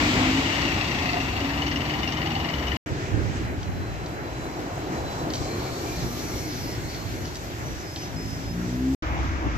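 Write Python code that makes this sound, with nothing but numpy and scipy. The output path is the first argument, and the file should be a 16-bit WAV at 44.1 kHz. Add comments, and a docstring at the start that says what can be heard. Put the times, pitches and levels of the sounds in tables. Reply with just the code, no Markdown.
"""City crossing with buses

Three scenes with short silences between: a diesel bus pulls away clattering; a trolleybus glides past with
inverter whine, ticks and brake squeals while another engine revs up; a trolleybus turns off.
Layered noise makes the traffic roar, tone orders the engines, narrow-band noise the whines, squeals and
clatter, short ringing snaps the ticks; lumpy low noise is wind on a close pair of microphone ports."""
import sys
import numpy as np
from scipy import signal
from scipy.fft import rfft, irfft, next_fast_len
from scipy.io import wavfile
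from scipy.ndimage import uniform_filter1d

SR = 44100
rng = np.random.default_rng(int(sys.argv[2]) if len(sys.argv) > 2 else 0)


def wav_out(sig):
    """Save sig, one row per channel (or a flat mono array), as 16-bit PCM at SR to the path in sys.argv[1]."""
    wavfile.write(sys.argv[1], SR, np.round(np.clip(np.atleast_2d(sig).T, -1, 1) * 32767).astype(np.int16))


N = 422037
TIME = np.arange(N) / SR
# scenes: start_s, end_s
SCENES = [(0, 2.7695), (2.8605, 8.9487), (9.0235, 9.6)]
SCREENED_S = 3.465   # the trolleybus body comes between the ports and the near traffic
SQUEAL_WOBBLE = 0.004   # pitch wander, share


def from_db(db):
    """Amplitude ratio of a level in dB."""
    return 10 ** (np.asarray(db) / 20)


def rms_one(x):
    """Scale to an RMS of 1."""
    return x / np.sqrt(np.mean(x ** 2) + 1e-20)


def power_sum(*levels_db):
    """Level of independent sources together: powers add."""
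    return 10 * np.log10(sum(10 ** (np.asarray(db) / 10) for db in levels_db))


def column(values):
    """One row per layer, to broadcast over time."""
    return np.reshape(values, (-1, 1))


def in_time(rows, t=TIME):
    """Interpolate each column of a table over its first column, time."""
    s, *columns = np.transpose(rows)
    return [np.interp(t, s, c) for c in columns]


def at_hz(points, hz):
    """Interpolate (Hz, value) points over log frequency."""
    points_hz, values = np.transpose(points)
    return np.interp(np.log(hz), np.log(points_hz), values)


def panned(x, left_db):
    """Split the level difference, left over right, evenly between the ports."""
    return x * np.array([from_db(left_db / 2), from_db(-left_db / 2)]).reshape(2, -1)


def lagged(pair, lag_s):
    """The left port hears a near source a little later."""
    return np.array([np.interp(TIME - lag_s, TIME, pair[0]), pair[1]])


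def drift(rate, size):
    """Slow chance: random points of spread 1, `rate` per second, joined by straight lines."""
    steps = np.arange(size) * rate / SR
    points = np.arange(int(steps[-1]) + 2)
    return np.interp(steps, points, rng.standard_normal(len(points)))


def lumps_of(rate, size):
    """Drift without its slow trend: quick lumps about a steady mean."""
    lumpy = drift(rate, size)
    return lumpy - uniform_filter1d(lumpy, size=SR // 3)


def narrow_noise(hz, width_hz, steady=0.):
    """Noise in a steep movable resonance: a carrier times low-passed complex noise plus a steady part."""
    low_pass = signal.butter(3, width_hz / 2, fs=SR, output="sos")
    run_in = int(4 * SR / width_hz)
    sway = signal.sosfilt(low_pass, rng.standard_normal((2, len(hz) + run_in)))[:, run_in:]
    sway = rms_one(sway) + [[steady], [0]]
    turn = 2 * np.pi * np.cumsum(hz) / SR
    return rms_one(sway[0] * np.cos(turn) + sway[1] * np.sin(turn))


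def tone(start, end, hz, glide_hz, width_hz, first_db, last_db, flutter_db, wobble=0.):
    """A thin tone that swells in and out, glides and flutters; the narrower, the steadier."""
    out, on = np.zeros(N), slice(round(start * SR), round(end * SR))
    swell_s = np.clip(0.059 * (end - start), .005, .1)
    fade = np.clip(np.minimum(TIME[on] - start, end - TIME[on]) / swell_s, 0, 1)
    along = np.linspace(0, 1, len(fade))
    gain = from_db(first_db + (last_db - first_db) * along + flutter_db * drift(16, len(fade)))
    pitch_hz = (hz + glide_hz * along) * (1 + wobble * drift(10, len(fade)))
    out[on] = gain * fade * narrow_noise(pitch_hz, width_hz, steady=3.0 * np.exp(-width_hz / 30))
    return out


def shadowed(t):
    """Near 1 while the body stands before the street, falling to 0 as its tail clears."""
    cleared_s, clearing_s = 5.94, 0.47
    return (1 - np.tanh((t - cleared_s) / clearing_s)) / 2


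# The *_levels functions give the dB of five roar layers:
# engine rumble, tyre roll, drive whirr, air hiss, thin top hiss.
def bus_levels(t):
    """The bus fades by inverse square of distance into the street."""
    start_m, speed_m_s = 3.24, 8.24
    # per layer: level_db, the bus at 0 s
    bus_db = [-28, -32, -31.5, -34.5, -58]
    # per layer: level_db, the street around it
    street_db = [-32.5, -37.5, -43.5, -51, -58]
    away_db = -10 * np.log10(1 + (speed_m_s * t / start_m) ** 2)
    return power_sum(column(bus_db) + away_db, column(street_db))


def passing_levels(t):
    """Near traffic is screened off, the trolleybus swells and fades, the far street stays."""
    # per layer, each from its own part of the body: nearest_s, level_db, half_power_after_s
    body_pass = [(5.34, -32.5, 1.04), (5.21, -39.5, 0.59), (5.6, -49.5, 2.6), (5.9, -45, 0.64),
                 (6.24, -49.5, 0.35)]
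    # per layer: level_db, the far street
    far_db = [-41, -47.5, -50.5, -50.5, -59]
    # per layer: level_db, traffic close by until screened
    near_db = [-33, -48, -46, -51, -90]
    # per layer: change_db of the far street behind the body
    shadow_db = [-12, 0.5, 0.5, -9.5, -8]
    screening_s = 0.0335
    nearest_s, level_db, half_s = map(column, np.transpose(body_pass))
    body_db = level_db - 10 * np.log10(1 + ((t - nearest_s) / half_s) ** 2)
    screen_db = -10 * np.log10(1 + np.exp(np.minimum((t - SCREENED_S) / screening_s, 30)))
    street_db = column(far_db) + column(shadow_db) * shadowed(t)
    return power_sum(body_db, column(near_db) + screen_db, street_db)


def turning_levels(t):
    """The rumble grows and the layers above it fall as the trolleybus turns away."""
    # per layer: level_db at the start
    start_db = [-30.5, -38.5, -42, -50, -66]
    # per layer: slope_db_per_s
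    slope_db_per_s = [7.5, -4.5, -4.5, -3.0, -8]
    return column(start_db) + column(slope_db_per_s) * (t - t[0])


def roar(span, levels, colour, top, side, lag_s, patchy_db):
    """Diffuse noise, five layers of three flickering bands; a shared part, left delayed by a positive lag_s."""
    # layer edges: edge_hz
    edges_hz = [20, 450, 1400, 3500, 9300, 16000]
    # coherence of the ports: frequency_hz, common_power_share
    likeness = [(40, 0.99), (110, 0.95), (300, 0.93), (800, 0.66), (2500, 0.33), (5000, 0.032),
                (12000, 0.07)]
    # per layer: surge_db, its swing as a whole
    surges_db = [1.9, 0.92, 0.46, .2, .2]
    first, last = round(span[0] * SR), min(round(span[1] * SR), N)
    length = last - first
    size = next_fast_len(length)
    hz = np.maximum(np.arange(size // 2 + 1) * SR / size, 1)
    common, left, right = rfft(rng.standard_normal((3, size)))
    alike = at_hz(likeness, hz)
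    shift = np.exp(-2j * np.pi * hz * lag_s * hz / (hz + 300))   # the lows come from all sides at once
    pair = np.sqrt(alike) * common * [shift, shift ** 0] + np.sqrt(1 - alike) * np.array([left, right])
    is_top = hz > edges_hz[-2]
    colour_db = np.where(is_top, at_hz(top, hz), at_hz(colour, hz))
    pair = panned(pair, at_hz(side, hz)) * from_db(colour_db)
    out = np.zeros((2, N))
    for low, high, db, surge_db in zip(edges_hz, edges_hz[1:], levels(TIME[first:last]), surges_db):
        layer, surge = 0, surge_db * lumps_of(18, length)
        bands_hz = np.geomspace(low, high, num=4)
        own = is_top == (low == edges_hz[-2])
        for a, b in zip(bands_hz, bands_hz[1:]):
            share = own / np.sqrt((1 + (a / hz) ** 16) * (1 + (hz / b) ** 16))
            flicker = from_db(patchy_db * lumps_of(12, length) + surge)
            layer = layer + irfft(pair * share, size)[:, :length] * flicker
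        out[:, first:last] += layer / np.std(layer.mean(axis=0)) * from_db(db)
    return out


def wind():
    """Lumpy low noise, mostly its own at each port: gusts over a wandering breeze, from scene two on."""
    # noise colour: frequency_hz, density_db_per_hz (relative)
    wind_colour = [(20, -37), (35, -13), (55, 0), (110, 2), (200, -9), (350, -12.5), (600, -44),
                   (1500, -72)]
    # gusts: peak_s, peak_db, left_over_right_db, fall_s (by 9 dB; held to 0.01-0.3 s below)
    gusts = [(2.92, -21, -2, 0), (3.145, -21.5, -11.5, 0.08), (3.28, -33, 0, -0.4), (3.41, -30, -12, -0.35),
             (3.5, -32, 1.5, 0.7), (3.695, -26, 4, -0.97), (3.785, -33.5, 1, 1), (4.33, -42, 4, 1.5),
             (5.0, -37.5, 0, 1.1), (5.41, -27, -2, .025), (5.72, -31, 3, -1), (6.02, -36.5, -4, 1.5),
             (6.79, -42, -3, 1.5), (7.12, -36.5, -2, .08), (7.52, -42, -5, -0.2), (7.71, -35.5, 1, .05),
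             (8.4, -39, -2, 0.8), (9.11, -34, 9, .1), (9.29, -37.5, 7, 0.5), (9.47, -24, 3, 0)]
    breeze_db, breeze_swing_db, lee_db = -42.5, 4, -20
    shared = 0.39   # power share common to both ports
    rise_share = 0.38   # rise time over fall time
    size = next_fast_len(N)
    hz = np.maximum(np.arange(size // 2 + 1) * SR / size, 1)
    white = rng.standard_normal((3, size))
    ports = np.sqrt(1 - shared) * white[:2] + np.sqrt(shared) * white[2]
    noise = rms_one(irfft(rfft(ports) * from_db(at_hz(wind_colour, hz)), size)[:, :N])
    lumps = from_db(1.8 * np.array([drift(25, N), drift(25, N)]))
    swing_db = breeze_swing_db * np.array([lumps_of(13, N), lumps_of(12, N)])
    # the breeze drops in the lee of the body
    blow = from_db(breeze_db + lee_db * shadowed(TIME) * (TIME > SCREENED_S) + swing_db)
    for s, db, left_db, fall_s in gusts:
        age = (TIME - s) / np.clip(fall_s, .01, .3)
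        blow = blow + panned(from_db(db) * np.exp(np.minimum(-age, age / rise_share)), left_db)
    return noise * lumps * blow * (TIME > SCENES[1][0])


def orders(hz, level_db, orders_db, waver_db):
    """Multiples of a firing rate, wavering in level, nearly in step so that each firing is a pulse."""
    # the exhaust lifts whichever order passes its resonance, with a dip below it
    peak_hz, peak_width_hz, peak_db = 268.6, 41, 9.5
    dip_hz, dip_width_hz, dip_db = 200, 14, -12
    pitch_wobble = 0.005   # speed wander, share
    out = 0
    turn = 2 * np.pi * np.cumsum(hz * (1 + pitch_wobble * drift(14, len(hz)))) / SR
    for k, db in enumerate(orders_db, start=1):
        lift_db = peak_db / (1 + ((k * hz - peak_hz) / (peak_width_hz / 2)) ** 2)
        lift_db += dip_db / (1 + ((k * hz - dip_hz) / (dip_width_hz / 2)) ** 2)
        gain = from_db(level_db + db + lift_db + waver_db * drift(12.85, len(hz)))
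        out = out + np.sqrt(2) * gain * np.cos(k * turn + rng.normal(0, 0.48))
    return out


def engines():
    """Engines under load as firing orders, each sounding while its table lasts."""
    # per engine, rows of: time_s, firing_hz, level_db
    engine_runs = [
        [(0, 48.8, -31.5), (.15, 50.5, -31), (.3, 52.3, -30.5), (.45, 54.9, -36.5), (.6, 57.5, -38),
         (.78, 55.54, -41), (.85, 53.7, -58)],
        [(.7, 59.3, -61), (.95, 63.5, -40), (1.3, 67.75, -39.5), (1.7, 72.53, -33.5), (2, 75.96, -35.5),
         (2.3, 79.3, -34.5), (2.55, 81.3, -39)],
        [(5.85, 54.26, -62), (6.05, 57.63, -31.5), (6.25, 61.36, -43), (6.55, 61.2, -37.5), (6.7, 60.7, -46)],
        [(7.95, 52, -69), (8.16, 51.7, -39.5), (8.39, 54.4, -44), (8.594, 59.16, -35), (8.742, 62.4, -33.5),
         (8.906, 65.9, -31), (8.96, 68, -31)],
    ]
    # per engine: level_db of orders 1 to 6, relative
    engine_orders_db = [(-24, -4, -9, -10, -6, -4), (-14, -3.5, -24, -6, -27, -24),
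                        (-7, -2, -11.5, -9, -12, -9), (-4.5, -5, 0.5, -4.5, -7.5, -14)]
    # per engine: waver_db, how unevenly it runs
    engine_wavers_db = [3.5, 2.2, 4, 3]
    out = np.zeros(N)
    for rows, orders_db, waver_db in zip(engine_runs, engine_orders_db, engine_wavers_db):
        on = (TIME >= rows[0][0]) & (TIME < rows[-1][0])
        out[on] += orders(*in_time(rows, TIME[on]), orders_db, waver_db)
    return panned(out, left_db=1.5)


def scrapes():
    """Short rough scrapes in the rolling noise: each lights one resonance at random, lower ones louder."""
    out = 0
    for when, pitch, length in rng.random((60, 3)):
        start = np.interp(when, [0, 1], [2.9, 7.6])
        hz = np.exp(np.interp(pitch, [0, 1], np.log([1000, 3200])))
        end = start + np.interp(length, [0, 1], [.04, .2])
        db = -55 - 4 * pitch
        out = out + tone(start, end, hz, -50, 160, db, db - 3, flutter_db=3.0)
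    return out


def inverter():
    """A rough whine, fluttering in level and pitch, that grows as the motor nears and stops with the drive."""
    # time_s, pitch_hz, level_db
    inverter_whine = [(2.86, 4060, -64), (3.7, 4045, -59), (4.5, 4030, -53), (4.58, 4030, -59),
                      (4.9, 4025, -54), (5.06, 4015, -49), (5.2, 4005, -49), (5.26, 4005, -54),
                      (5.33, 4000, -50), (5.42, 4000, -56)]
    out = np.zeros(N)
    on = (TIME >= inverter_whine[0][0]) & (TIME < inverter_whine[-1][0])
    hz, db = in_time(inverter_whine, TIME[on])
    rough = narrow_noise(hz * (1 + .006 * drift(14, len(hz))), 80, steady=.7)
    out[on] = from_db(db + 1.8 * drift(20, len(hz))) * rough
    return out


def motor():
    """Sagging motor tone with a side tone below and above."""
    out, centre_hz, sag_hz = 0, 1196, -15
    for offset_hz, db in [(-120, -60), (0, -56.5), (141, -60)]:
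        out = out + tone(5.35, 6.45, centre_hz + offset_hz, sag_hz, 4, db, db, flutter_db=2.5)
    return out


def squeals():
    """Squeals of brakes and collector shoes: gliding narrow noise, the broader the more wobbly."""
    # start_s, end_s, pitch_hz, glide_hz, width_hz, level_db
    squeal_rows = [(5.3, 7.3, 2300, -150, 300, -56), (5.42, 5.7, 2350, -20, 110, -51),
                   (5.78, 5.98, 2340, 30, 90, -50.5), (6.25, 6.52, 2170, 0, 180, -51.5),
                   (6.66, 6.77, 2050, 0, 200, -49.5), (5.4, 7.2, 4250, 0, 380, -52),
                   (5.44, 5.57, 4130, 30, 90, -48.5), (5.46, 5.53, 4520, 0, 30, -53),
                   (5.57, 5.67, 4520, -20, 30, -51), (5.63, 5.78, 4330, 0, 60, -51),
                   (5.74, 5.82, 4520, -10, 25, -49.5), (5.4, 6.2, 3990, -20, 90, -55),
                   (5.8, 6.15, 5600, 100, 700, -50), (5.92, 6.0, 4480, 0, 30, -51),
                   (6.18, 6.52, 6000, -250, 1000, -45.5), (6.44, 6.76, 5400, -300, 900, -47.5),
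                   (6.65, 6.99, 6330, 50, 60, -55), (6.84, 7.05, 4250, 0, 260, -50),
                   (6.85, 7.0, 4460, -10, 70, -53), (7.0, 7.3, 6040, -10, 60, -56),
                   (7.05, 7.35, 4260, -20, 100, -56), (7.63, 7.77, 6000, -20, 40, -48),
                   (7.78, 7.84, 6000, 0, 25, -51), (7.77, 7.95, 5100, 0, 16, -51.5),
                   (7.95, 8.07, 5100, 0, 16, -48.5), (7.86, 8.1, 4975, 0, 25, -53),
                   (7.6, 8.8, 5650, 0, 300, -53), (7.975, 8.09, 6010, -90, 35, -47.5),
                   (8.15, 8.5, 4980, 0, 40, -57), (8.16, 8.27, 5104, 0, 16, -47),
                   (8.275, 8.36, 5104, 0, 16, -48.5), (8.385, 8.53, 5100, -5, 16, -47.5)]
    out = 0
    for start, end, hz, glide_hz, width_hz, db in squeal_rows:
        wobble = SQUEAL_WOBBLE * min(width_hz / 60, 2)
        out = out + tone(start, end, hz, glide_hz, width_hz, db, db, flutter_db=1.5, wobble=wobble)
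    return out


def chirps():
    """Faint short squeaks at random, thickest in mid-span."""
    out, db = 0, -54
    for a, b, pitch, length in rng.random((30, 4)):
        start = np.interp((a + b) / 2, [0, 1], [5.45, 7.0])
        end = start + .07 * (.5 + length)
        hz = np.interp(pitch, [0, 1], [4100, 6600])
        out = out + tone(start, end, hz, -60, 40, db, db, flutter_db=2.5, wobble=SQUEAL_WOBBLE)
    return out


def shrieks():
    """A brake shrieks in short grains whose pitch falls as the wheel slows."""
    out, db, scatter_hz = 0, -52, 700
    for along, pitch, length in rng.random((36, 3)):
        start = np.interp(along, [0, 1], [6.17, 6.75])
        end = start + .045 * (.5 + length)
        hz = np.interp(along, [0, 1], [6200, 5200]) + scatter_hz * (2 * pitch - 1)
        out = out + tone(start, end, hz, -40, 60, db, db, flutter_db=2.5)
    return out


def ticks():
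    """Metal on wire and chassis: a bright snap dropping in pitch, a faint broad rattle, ringing modes."""
    # start_s, peak_db, centre_hz, time_to_peak_s
    tick_rows = [(3.3693, -35, 5500, 0.0013), (3.6293, -30, 4160, .001), (4.0596, -32, 4400, 0.003),
                 (5.302, -23, 4410, 0.0019), (5.336, -20, 4830, 0.00096), (5.3432, -27, 6600, .001),
                 (5.3532, -24, 5310, 0.0006), (5.36, -31, 6000, .0008), (5.3785, -28, 4700, 0.0013),
                 (6.944, -30, 4390, 0.0017), (7.249, -35, 5000, .0008), (7.255, -28, 5200, .001),
                 (7.3467, -30, 4970, .001), (7.3552, -24.5, 5700, 0.00064), (7.9603, -23.5, 3660, 0.0011)]
    # modes of the struck metal, those near a tick's centre ringing most: mode_hz
    modes_hz = (1600, 3130, 4400, 4750, 5900)
    drop_share, snap_width_hz = 0.22, 2540
    rattle_share, rattle_s, ring_share, ring_s = 0.3, 0.018, 0.41, 0.013
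    out, age = np.zeros(N), np.arange(1500) / SR
    for s, db, hz, peak_s in tick_rows:
        part = age / np.clip(peak_s, .0003, .004)
        onset = np.minimum(part, 1)
        snap_hz = hz * (1 + drop_share * np.clip(1.5 - part, -.6, 1.5))
        snap = narrow_noise(snap_hz, snap_width_hz, steady=1.1) * part * np.exp(1 - part)
        rattle = narrow_noise(np.full(len(age), hz), width_hz=5600) * onset * np.exp(-age / rattle_s)
        crack = snap + rattle_share * rattle
        for mode_hz in modes_hz:
            ring = narrow_noise(np.full(len(age), mode_hz), width_hz=220, steady=1)
            ring = ring / (1 + (2 * np.log(mode_hz / hz)) ** 2)
            crack = crack + ring_share * rng.uniform(0.42, 1) * ring * onset * np.exp(-age / ring_s)
        first = round(s * SR)
        out[first:first + len(age)] += from_db(db) * crack / np.abs(crack).max()
    return out


def clatter():
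    """Each diesel knock is a sudden burst, with a weaker second blow, that rings the engine block."""
    # time_s, level_db, block_hz, low_panel_hz
    clatter_rows = [(0, -56, 2935, 746), (.4, -46, 2920, 730), (.55, -41, 2903, 732),
                    (.8, -41.5, 2684, 731), (1.05, -41, 2700, 718), (1.25, -43, 2730, 710),
                    (1.65, -43, 2871, 785), (2.15, -41.5, 2920, 775), (2.77, -43, 2937, 859)]
    # further block resonances: centre_hz, width_hz, level_db (relative), left_over_right_db
    block_modes = [(1985, 350, -6, 18), (4500, 870, -9, -11.5), (5690, 910, -12, -9.5), (3496, 690, -9, 4),
                   (12750, 900, -34.5, -2)]
    # multiples 1 to 10 of the knock rate: level_db, relative
    thrum_orders_db = [-16, -16, 4.5, 2.5, -3, 2, -6, -13.5, -10.5, -4.5]
    loaded_per_s, eased_per_s, easing_s = 33.2, 21.95, (.48, 1.61)
    start_turn, jitter_turns, detune_share = .627, .05, .016
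    eased_ring, loaded_ring = .45, 1.4   # ring that lasts between knocks, over burst RMS
    thrum_db = -45

    per_s = np.interp(TIME[:round(SCENES[0][1] * SR)], easing_s, [loaded_per_s, eased_per_s])
    size = len(per_s)
    turns = start_turn + np.cumsum(per_s) / SR + jitter_turns * drift(20, size)
    knock, phase = turns.astype(int), turns % 1
    strength = from_db(2.0 * np.clip(rng.standard_normal((200, 2)), -2, 1.2))[knock]
    detune = 1 + detune_share * rng.standard_normal(200)[knock]
    burst = strength[:, 0] * np.exp(-phase / 0.22)
    burst = burst + .5 * strength[:, 1] * (phase > .27) * np.exp(-(phase - .27) / 0.089)
    burst = uniform_filter1d(burst, size=130)   # the pressure takes 3 ms to rise

    level_db, main_hz, panel_hz = in_time(clatter_rows, TIME[:size])
    main = from_db(1.5 * drift(22, size)) * narrow_noise(main_hz * detune, width_hz=270)
    panel = from_db(-4.5 + 6.1 * drift(8, size)) * narrow_noise(panel_hz, width_hz=55)
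    body = panned(main, left_db=10.5) + panned(panel, left_db=-1.0)
    for hz, width_hz, db, left_db in block_modes:
        mode = from_db(db + 2.3 * drift(22, size)) * narrow_noise(hz * detune, width_hz)
        body = body + panned(mode, left_db)
    ring_on = np.interp(per_s, [eased_per_s, loaded_per_s], [eased_ring, loaded_ring])
    knocks = from_db(level_db) * (rms_one(burst) + ring_on) * body
    out = knocks + orders(per_s, thrum_db, thrum_orders_db, waver_db=3.5)
    return lagged(np.pad(out, ((0, 0), (0, N - size))), lag_s=0.00031)


def scene():
    """Three roars in turn, with wind, engines, clatter and the trolleybus sounds over them."""
    # colour of each roar: frequency_hz, density_db_per_hz (relative)
    bus_colour, passing_colour = [(18, -63), (30, -13), (46, -7.5), (65, 2), (177, -7), (290, 1.5),
                                  (462, -16), (755, -14), (1520, -15.5), (1920, -8), (2370, -7),
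                                  (2860, -10.5), (3220, -14.5), (5770, -25), (8000, -27.5), (10400, -62.5),
                                  (17600, -120)], [(18, -42), (30, -16), (48, -9), (86, -5), (114, -3),
                                                      (209, -12), (303, -2.5), (451, -10), (720, -5),
                                                      (1420, -16.5), (2320, -24), (3700, -33.5),
                                                      (4160, -35), (6190, -35.5), (8000, -39), (10400, -54),
                                                      (17600, -120)]
    turning_colour = [(18, -37.5), (30, -10), (63, 6), (140, -11.5), (186, -21), (318, -3.5), (383, -16.5),
                      (431, -21), (570, -18.5), (2260, -16.5), (4260, -40.5), (6040, -38), (8000, -49.5),
                      (10400, -98), (17600, -120)]
    # colour of the top layer: frequency_hz, density_db_per_hz (relative)
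    bus_top, trolley_top = [(9300, -37), (10600, -8), (11400, -2), (12800, 4), (14500, -7)], [(9300, 3), (10300, -4), (11500, -2), (13000, 0.5), (14500, -4)]
    # direction of each roar: frequency_hz, left_over_right_db
    bus_side, passing_side, turning_side = [(60, 1.5), (130, 1.0), (290, 2.8), (640, 2.7), (1400, 4.6),
                                            (3080, 5.9), (6770, 1), (14900, 5.4)], [(60, 0), (240, 0.5), (950, 1.2), (3750, -0.5),
                                                              (14900, 4)], [(60, 0), (180, -1),
                                                                                    (540, 2.5), (1640, 2),
                                                                                    (4940, -4), (14900, 9)]
    # per scene: left_lag_s (negative: left leads)
    lags_s = [0.00026, 0.00043, -0.00046]
    bus = roar(SCENES[0], bus_levels, bus_colour, bus_top, bus_side, lags_s[0], patchy_db=0.95)
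    passing = roar(SCENES[1], passing_levels, passing_colour, trolley_top, passing_side, lags_s[1],
                   patchy_db=2.5)
    turning = roar(SCENES[2], turning_levels, turning_colour, bus_top, turning_side, lags_s[2],
                   patchy_db=3.0)
    near = scrapes() + inverter() + motor() + squeals() + chirps() + shrieks() + ticks()
    near = lagged(panned(near, left_db=0.), lag_s=.00005)
    return bus + passing + turning + wind() + engines() + near + clatter()


def record(dry):
    """Peaks are rounded, each scene fades in over 2 ms and cuts off hard; a dip near 9 kHz; the top is cut."""
    cutoff_hz = 14950
    rounded = .5 * np.tanh(dry / .5)
    gate = 0
    for start, end in SCENES:
        gate = gate + np.clip(np.minimum((TIME - start + .001) / .002, (end - TIME) / .0002), 0, 1)
    dip = signal.butter(1, [8500, 9900], "bandstop", fs=SR, output="sos")
    top_cut = signal.cheby2(24, 70, cutoff_hz, fs=SR, output="sos")
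    return signal.sosfilt(top_cut, signal.sosfilt(dip, rounded * gate))


dry = scene()
out = record(dry)
wav_out(out)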